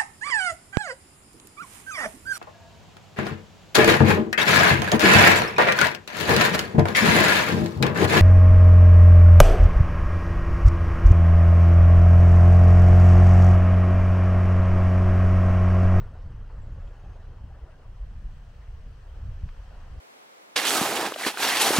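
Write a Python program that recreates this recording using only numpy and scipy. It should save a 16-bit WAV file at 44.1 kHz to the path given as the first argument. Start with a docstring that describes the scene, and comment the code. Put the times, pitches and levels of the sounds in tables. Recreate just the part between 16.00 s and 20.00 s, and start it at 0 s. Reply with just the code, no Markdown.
"""A gust rumbles on the microphone, out on rough ground with a lava fountain roaring some way off.
The wind keeps buffeting the stereo pair, and single eddies thump it. The distant jet of gas and lava
surges and sinks, with gurgles of bursting bubbles, faint splats and fine grit. A wide hiss of wind
over the ground slowly grows, and early on the air whistles thinly for a moment."""
import sys
import numpy as np
from scipy import signal
from scipy.fft import rfft, irfft
from scipy.io import wavfile
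from scipy.ndimage import uniform_filter1d

SR = 44100
rng = np.random.default_rng(int(sys.argv[2]) if len(sys.argv) > 2 else 0)


def bounce(signal):
    """Save signal as a 16-bit WAV file at the path given by the first command-line argument."""
    frames = np.transpose(np.atleast_2d(signal))
    limited = np.clip(frames, -1, 1)
    pcm = np.round(limited * 32767).astype(np.int16)
    wavfile.write(sys.argv[1], SR, pcm)


N = 176400
T = np.arange(N) / SR
HZ = np.fft.rfftfreq(N, 1 / SR)
FOUNTAIN_PAN_DB = 0.76  # it stands a little to the left

# The stereo image starts narrow, then opens.
# Each row: time in seconds, side gain of the buffeting in dB, side gain of the roar in dB.
STEREO_WIDTH = [(0, -24, -16), (.9, -14, -4.5), (1.1, -0.5, -4), (1.8, 4, 1.5), (2.8, 2.5, 4), (3.3, 7, 5),
                (4, 6.5, 7.5)]


def amp(db):
    """Decibels to gain."""
    return 10 ** (np.asarray(db) / 20)


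def unit(x):
    """Scales to rms 1."""
    return x / np.sqrt(np.mean(x ** 2) + 1e-20)


def spectrum(rows):
    """A frequency table at every bin, joined up on a log axis."""
    hz, value = np.transpose(rows)
    return np.interp(np.log(HZ + 1), np.log(hz + 1), value)


def curve(rows):
    """The columns of a time table at every sample."""
    s, *columns = np.transpose(rows)
    return [np.interp(T, s, column) for column in columns]


def wander(rate_hz):
    """Random drift of rms 1, up to about the given rate."""
    white = rfft(rng.standard_normal(N))
    return unit(irfft(white * HZ / (HZ + 2) / (1 + (HZ / rate_hz) ** 4), N))


def pan(left_db):
    """Gains that raise the left channel and lower the right by as much."""
    return amp([[left_db], [-left_db]])


def widened(x, side_db):
    """Scales the difference between left and right."""
    mid = x.mean(0)
    return mid + (x - mid) * amp(side_db)


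def stereo_noise(colour, likeness, left_lead_s=0):
    """Noise of rms 1 with a given colour, left-right likeness and arrival difference."""
    alike = spectrum(likeness) if np.ndim(likeness) else likeness
    mid, side = rfft(rng.standard_normal((2, N)))
    mid, side = mid * np.sqrt((1 + alike) / 2), side * np.sqrt((1 - alike) / 2)
    channels = np.array([mid + side, mid - side])
    channels[1] *= np.exp(-2j * np.pi * HZ * left_lead_s)
    return unit(irfft(channels * amp(spectrum(colour)), N))


def band_noise(centre_hz, octaves):
    """Mono noise of rms 1 in a bell-shaped band."""
    band = np.exp(-.5 * (np.log2((HZ + 1) / centre_hz) / octaves) ** 2)
    return unit(irfft(rfft(rng.standard_normal(N)) * band, N))


def patchy(x, depth_db, bins, frames):
    """Lets patches of the spectrogram swell and sink at random; returns rms 1."""
    cells = signal.stft(x, nperseg=512, noverlap=384)[2]
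    field = rng.standard_normal(cells.shape[1:])
    field = unit(uniform_filter1d(uniform_filter1d(field, bins, 0), frames, 1))
    mottled = signal.istft(cells * amp(depth_db * field), nperseg=512, noverlap=384)[1]
    return unit(mottled[:, :N])


def steadied(x, samples):
    """Evens out the slow chance swells of a noise."""
    power = (np.atleast_2d(x) ** 2).mean(0)
    return x / np.sqrt(uniform_filter1d(uniform_filter1d(power, samples), samples) + 1e-9)


def swell(peak_s, half_s):
    """A bell-shaped rise and fall in time."""
    return np.exp(-((T - peak_s) / half_s) ** 2)


def microphone_hiss():
    """The even hiss of the microphones themselves."""
    # Each row: frequency in Hz, relative density in dB.
    colour = [(200, 16.5), (3000, 11.5), (7500, 5.5), (10500, -3), (13000, -17), (15500, -3.5)]
    return stereo_noise(colour, likeness=0) * amp(-75.5)


def ground_hiss():
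    """Wind over rough ground, reaching the microphone from all sides."""
    # Each row: frequency in Hz, relative density in dB.
    colour = [(200, -7), (800, -2), (1700, -1.5), (2300, -7.5), (3000, -7.5), (3600, -8.5), (5500, -16.5),
              (7000, -18), (7700, -19.5), (10500, -28), (12500, -26.5), (15500, -30.5)]
    # The breeze picks up. Each row: time in seconds, relative level in dB.
    breeze = [(0, -92), (.8, -73), (1.6, -74), (2, -68), (2.35, -64.5), (2.8, -66), (3.2, -64.5),
              (3.6, -62.5), (4, -63)]
    hiss = patchy(stereo_noise(colour, likeness=0.41), depth_db=1.07, bins=10, frames=18)
    return hiss * amp(curve(breeze)[0] + 0.5) * pan(0.87)


def whistle():
    """A fuzzy edge tone in the wind that wavers and breaks into flecks."""
    # Each row: time in seconds, pitch in Hz, level in dB.
    path = [(.42, 6750, -94), (.53, 7300, -91), (.64, 7670, -82), (.70, 6650, -85), (.9, 7330, -84),
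            (1.0, 6520, -84), (1.2, 6520, -84), (1.3, 6400, -105)]
    hz, db = curve(path)
    hz = hz + 131 * wander(rate_hz=25)
    tone = unit(wander(rate_hz=240) * np.cos(2 * np.pi * np.cumsum(hz) / SR))
    flicker_db = 2 * wander(rate_hz=25)
    sounding = (T > path[0][0]) & (T < path[-1][0])
    return tone * amp(db + flicker_db) * sounding


def thumps():
    """Single eddies hit the microphone, each a short, deep swing of pressure."""
    # Each row: peak time in seconds, level in dB, pitch in Hz, half length in seconds.
    eddies = [(1.436, -32, 57, 0.017), (1.634, -30.5, 54.7, 0.015), (2.019, -27, 44, 0.022),
              (2.257, -25, 41.3, 0.021), (3.291, -27, 86, 0.0064), (3.44, -24, 68.5, 0.0079),
              (3.462, -37, 148, .007)]
    out = np.zeros(N)
    for (s, db, hz, half_s), turn in zip(eddies, rng.random(len(eddies))):
        out += amp(db) * swell(s, half_s) * np.cos(2 * np.pi * (hz * (T - s) + turn))
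    return out


def buffeting():
    """Turbulence right at the microphone: a lumpy rumble, with a flutter above it that leaps in gusts."""
    # Each row: time in seconds, relative levels of the rumble and of the flutter in dB.
    gusts = [(0, -33, -38.5), (.13, -43.5, -49.5), (.2, -38.5, -50.5), (.26, -41.5, -42), (.43, -36.5, -46),
             (.53, -40, -54.5), (.68, -38, -41.5), (.86, -37.5, -51), (1.02, -48.5, -55.5),
             (1.07, -40, -46), (1.22, -44.5, -53), (1.31, -39, -47.5), (1.385, -46, -53), (1.44, -46, -45),
             (1.55, -47, -55), (1.76, -51, -57), (1.87, -44, -58.5), (2.0, -43.5, -54.5), (2.2, -40, -47),
             (2.36, -40.5, -54), (2.48, -47.5, -52.5), (2.76, -40, -59), (2.87, -41, -51.5),
             (2.95, -48.5, -54.5), (3.08, -43, -60.5), (3.26, -36, -43.5), (3.35, -38, -55.5),
             (3.45, -38, -45), (3.52, -40.5, -55.5), (3.7, -45, -56.5), (4, -39.5, -46.5)]
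    # Each row of both: frequency in Hz, relative density in dB.
    rumble_colour = [(4, -8.5), (11, -17), (24, 5.5), (42, -1), (75, -6), (105, -16.5), (150, -28.5),
                     (300, -79), (900, -87), (4000, -140)]
    flutter_colour = [(30, -20), (70, 6.5), (105, 8), (160, -3.5), (215, -10.5), (300, -19.5), (600, -55),
                      (2000, -53), (8000, -130)]
    # Both ports feel nearly the same eddies. Each row: frequency in Hz, left-right likeness from 0 to 1.
    likeness = [(25, .998), (60, 1), (110, 0.99), (200, 0.96), (500, 0.87)]
    rumble_db, flutter_db = curve(gusts)
    lumps = wander(rate_hz=13.4)
    rumble = steadied(stereo_noise(rumble_colour, likeness), samples=2600)
    rumble *= amp(rumble_db + 2.5 + 1.5 * lumps)
    flutter = steadied(stereo_noise(flutter_colour, likeness), samples=1800)
    flutter *= amp(flutter_db + 1.72 + lumps)
    return widened(rumble + flutter, curve(STEREO_WIDTH)[0])


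def grit():
    """Tiny ringing grains of uneven size, weaker with every octave up."""
    # Each row: time in seconds, level in dB.
    levels = [(0, -79), (.6, -79), (1.15, -77.5), (1.6, -86), (2.6, -83), (4, -73.5)]
    low_hz, high_hz, pitches, grains_per_s = 2515, 7710, 20, 520
    ring_cycles, spread_db, db_per_octave = 28, 2, -5
    out, t = np.zeros((2, N)), T[:2000]
    for hz in np.geomspace(low_hz, high_hz, pitches):
        hits = rng.random(N) < grains_per_s / pitches / SR
        sizes = amp(spread_db * np.minimum(rng.exponential(1, N), 3))
        age = t * hz / ring_cycles
        grain = age * np.exp(-2 * age) * np.sin(2 * np.pi * hz * t)
        grain *= amp(db_per_octave * np.log2(hz / low_hz))
        out += signal.oaconvolve(hits * sizes, grain)[:N] * pan(rng.normal(0, 1))
    return unit(out) * amp(curve(levels)[0])


def splats():
    """Far-off splats and soft ticks: short bursts of noise that stand a little out of the roar."""
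    # Each row: start in seconds, level in dB, centre in Hz, width in octaves, decay in seconds,
    # leftward pan in dB.
    bursts = [(.218, -73, 4760, 0.42, .018, 1), (0.498, -52, 930, 0.47, 0.015, 2.5),
              (0.872, -66, 3020, 0.52, 0.012, 3), (.98, -81, 10770, .03, 0.019, 3),
              (2.615, -63.5, 1880, 0.19, 0.023, 0), (3.487, -49, 1450, 0.84, 0.0033, -0.5)]
    out, rise_s = np.zeros((2, N)), 0.0035
    for s, db, centre_hz, octaves, decay_s, left_db in bursts:
        age = np.maximum(T - s, 0)
        envelope = np.minimum(age / rise_s, 1) * np.exp(-np.maximum(age - rise_s, 0) / decay_s)
        out += amp(db) * envelope * band_noise(centre_hz, octaves) * pan(left_db)
    return out


def gurgles():
    """Big gas bubbles burst in the lava, each a short, hollow patch of noise."""
    # Each row: peak time in seconds, level in dB, centre in Hz.
    bubbles = [(.16, -58, 720), (.78, -55, 510), (.84, -55, 536), (1.06, -58, 760), (1.515, -57, 780),
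               (1.565, -56, 533), (1.69, -57.5, 634)]
    out, width_hz = np.zeros(N), 44
    for s, db, centre_hz in bubbles:
        band = np.exp(-.5 * ((HZ - centre_hz) / width_hz) ** 2)
        hollow = steadied(irfft(rfft(rng.standard_normal(N)) * band, N), samples=1000)
        out += amp(db) * swell(s, half_s=0.01) * hollow
    return out * pan(FOUNTAIN_PAN_DB)


def gushes():
    """Gushes of gas swell the fountain's middle range, in the centre of the image."""
    # Each row: peak time in seconds, level in dB, centre in Hz, half length in seconds.
    rushes = [(0.12, -70, 1000, 0.2), (0.847, -66, 1150, 0.13), (1.657, -61.5, 605, 0.068),
              (3.214, -70, 980, 0.17), (3.79, -60.5, 800, 0.18)]
    out = np.zeros(N)
    for s, db, centre_hz, half_s in rushes:
        out += amp(db) * swell(s, half_s) * band_noise(centre_hz, octaves=0.67)
    return out


def fountain():
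    """The jet of gas and lava: a churning, throbbing roar, dulled by distance."""
    # Each row: time in seconds, relative level in dB.
    surges = [(0, -54), (.2, -56.5), (.42, -58.5), (.56, -56.5), (.72, -57.5), (.95, -57), (1.15, -57),
              (1.35, -58.5), (1.5, -59), (1.75, -58.5), (2.0, -61.5), (2.43, -64.5), (2.75, -61.5),
              (2.97, -63), (3.2, -60), (3.42, -63), (3.6, -60.5), (3.8, -60), (4.0, -61.5)]
    # The roar as it reaches the microphone. Each row: frequency in Hz, relative density in dB.
    colour = [(40, 3.5), (150, -2.5), (320, -1.5), (480, 2.5), (750, -0.5), (1150, -3.5), (1700, -8.5),
              (2300, -17), (2900, -18), (3700, -18), (5800, -28.5), (9000, -32), (15000, -39.5)]
    # Each row: frequency in Hz, left-right likeness from 0 to 1.
    likeness = [(100, 1), (300, 0.92), (520, 0.9), (890, 0.59), (1520, 1), (2600, 0.54), (8000, 0.35)]
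    roar = stereo_noise(colour, likeness, left_lead_s=0.00004)
    roar = patchy(roar, depth_db=2.5, bins=3, frames=12)
    throb_db = 0.38 * wander(rate_hz=30)
    roar *= amp(curve(surges)[0] + 1.38 + throb_db)
    return widened(roar, curve(STEREO_WIDTH)[1]) * pan(FOUNTAIN_PAN_DB)


def scene():
    """Wind at the microphone in front of the distant eruption."""
    eruption = fountain() + gushes() + gurgles() + splats() + grit()
    wind = buffeting() + thumps() + ground_hiss() + whistle()
    return eruption + wind + microphone_hiss()


def record(dry):
    """A brief fade at each end, the microphone's uneven treble, then the band limit."""
    # Each row: frequency in Hz, microphone gain in dB.
    response = [(1500, -0.5), (1850, 0.5), (2150, -0.5), (2700, 1), (3200, 1), (3550, -5.5), (4300, -1),
                (6100, 1.5), (7000, -4), (7700, 0.5), (8400, -2), (9500, 0.5), (10000, -2), (12400, 0.5),
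                (13200, -10), (15500, 5.5)]
    fade_s, edge_hz = 0.006, 15750
    fade = np.sin(np.pi / 2 * np.minimum(np.minimum(T, T[::-1]) / fade_s, 1)) ** 2
    coloured = irfft(rfft(dry * fade) * amp(spectrum(response)), N)
    lowpass = signal.firwin(511, edge_hz, window=("kaiser", 9), fs=SR)
    return signal.oaconvolve(coloured, lowpass[None], "same")


dry = scene()
out = record(dry)
bounce(out)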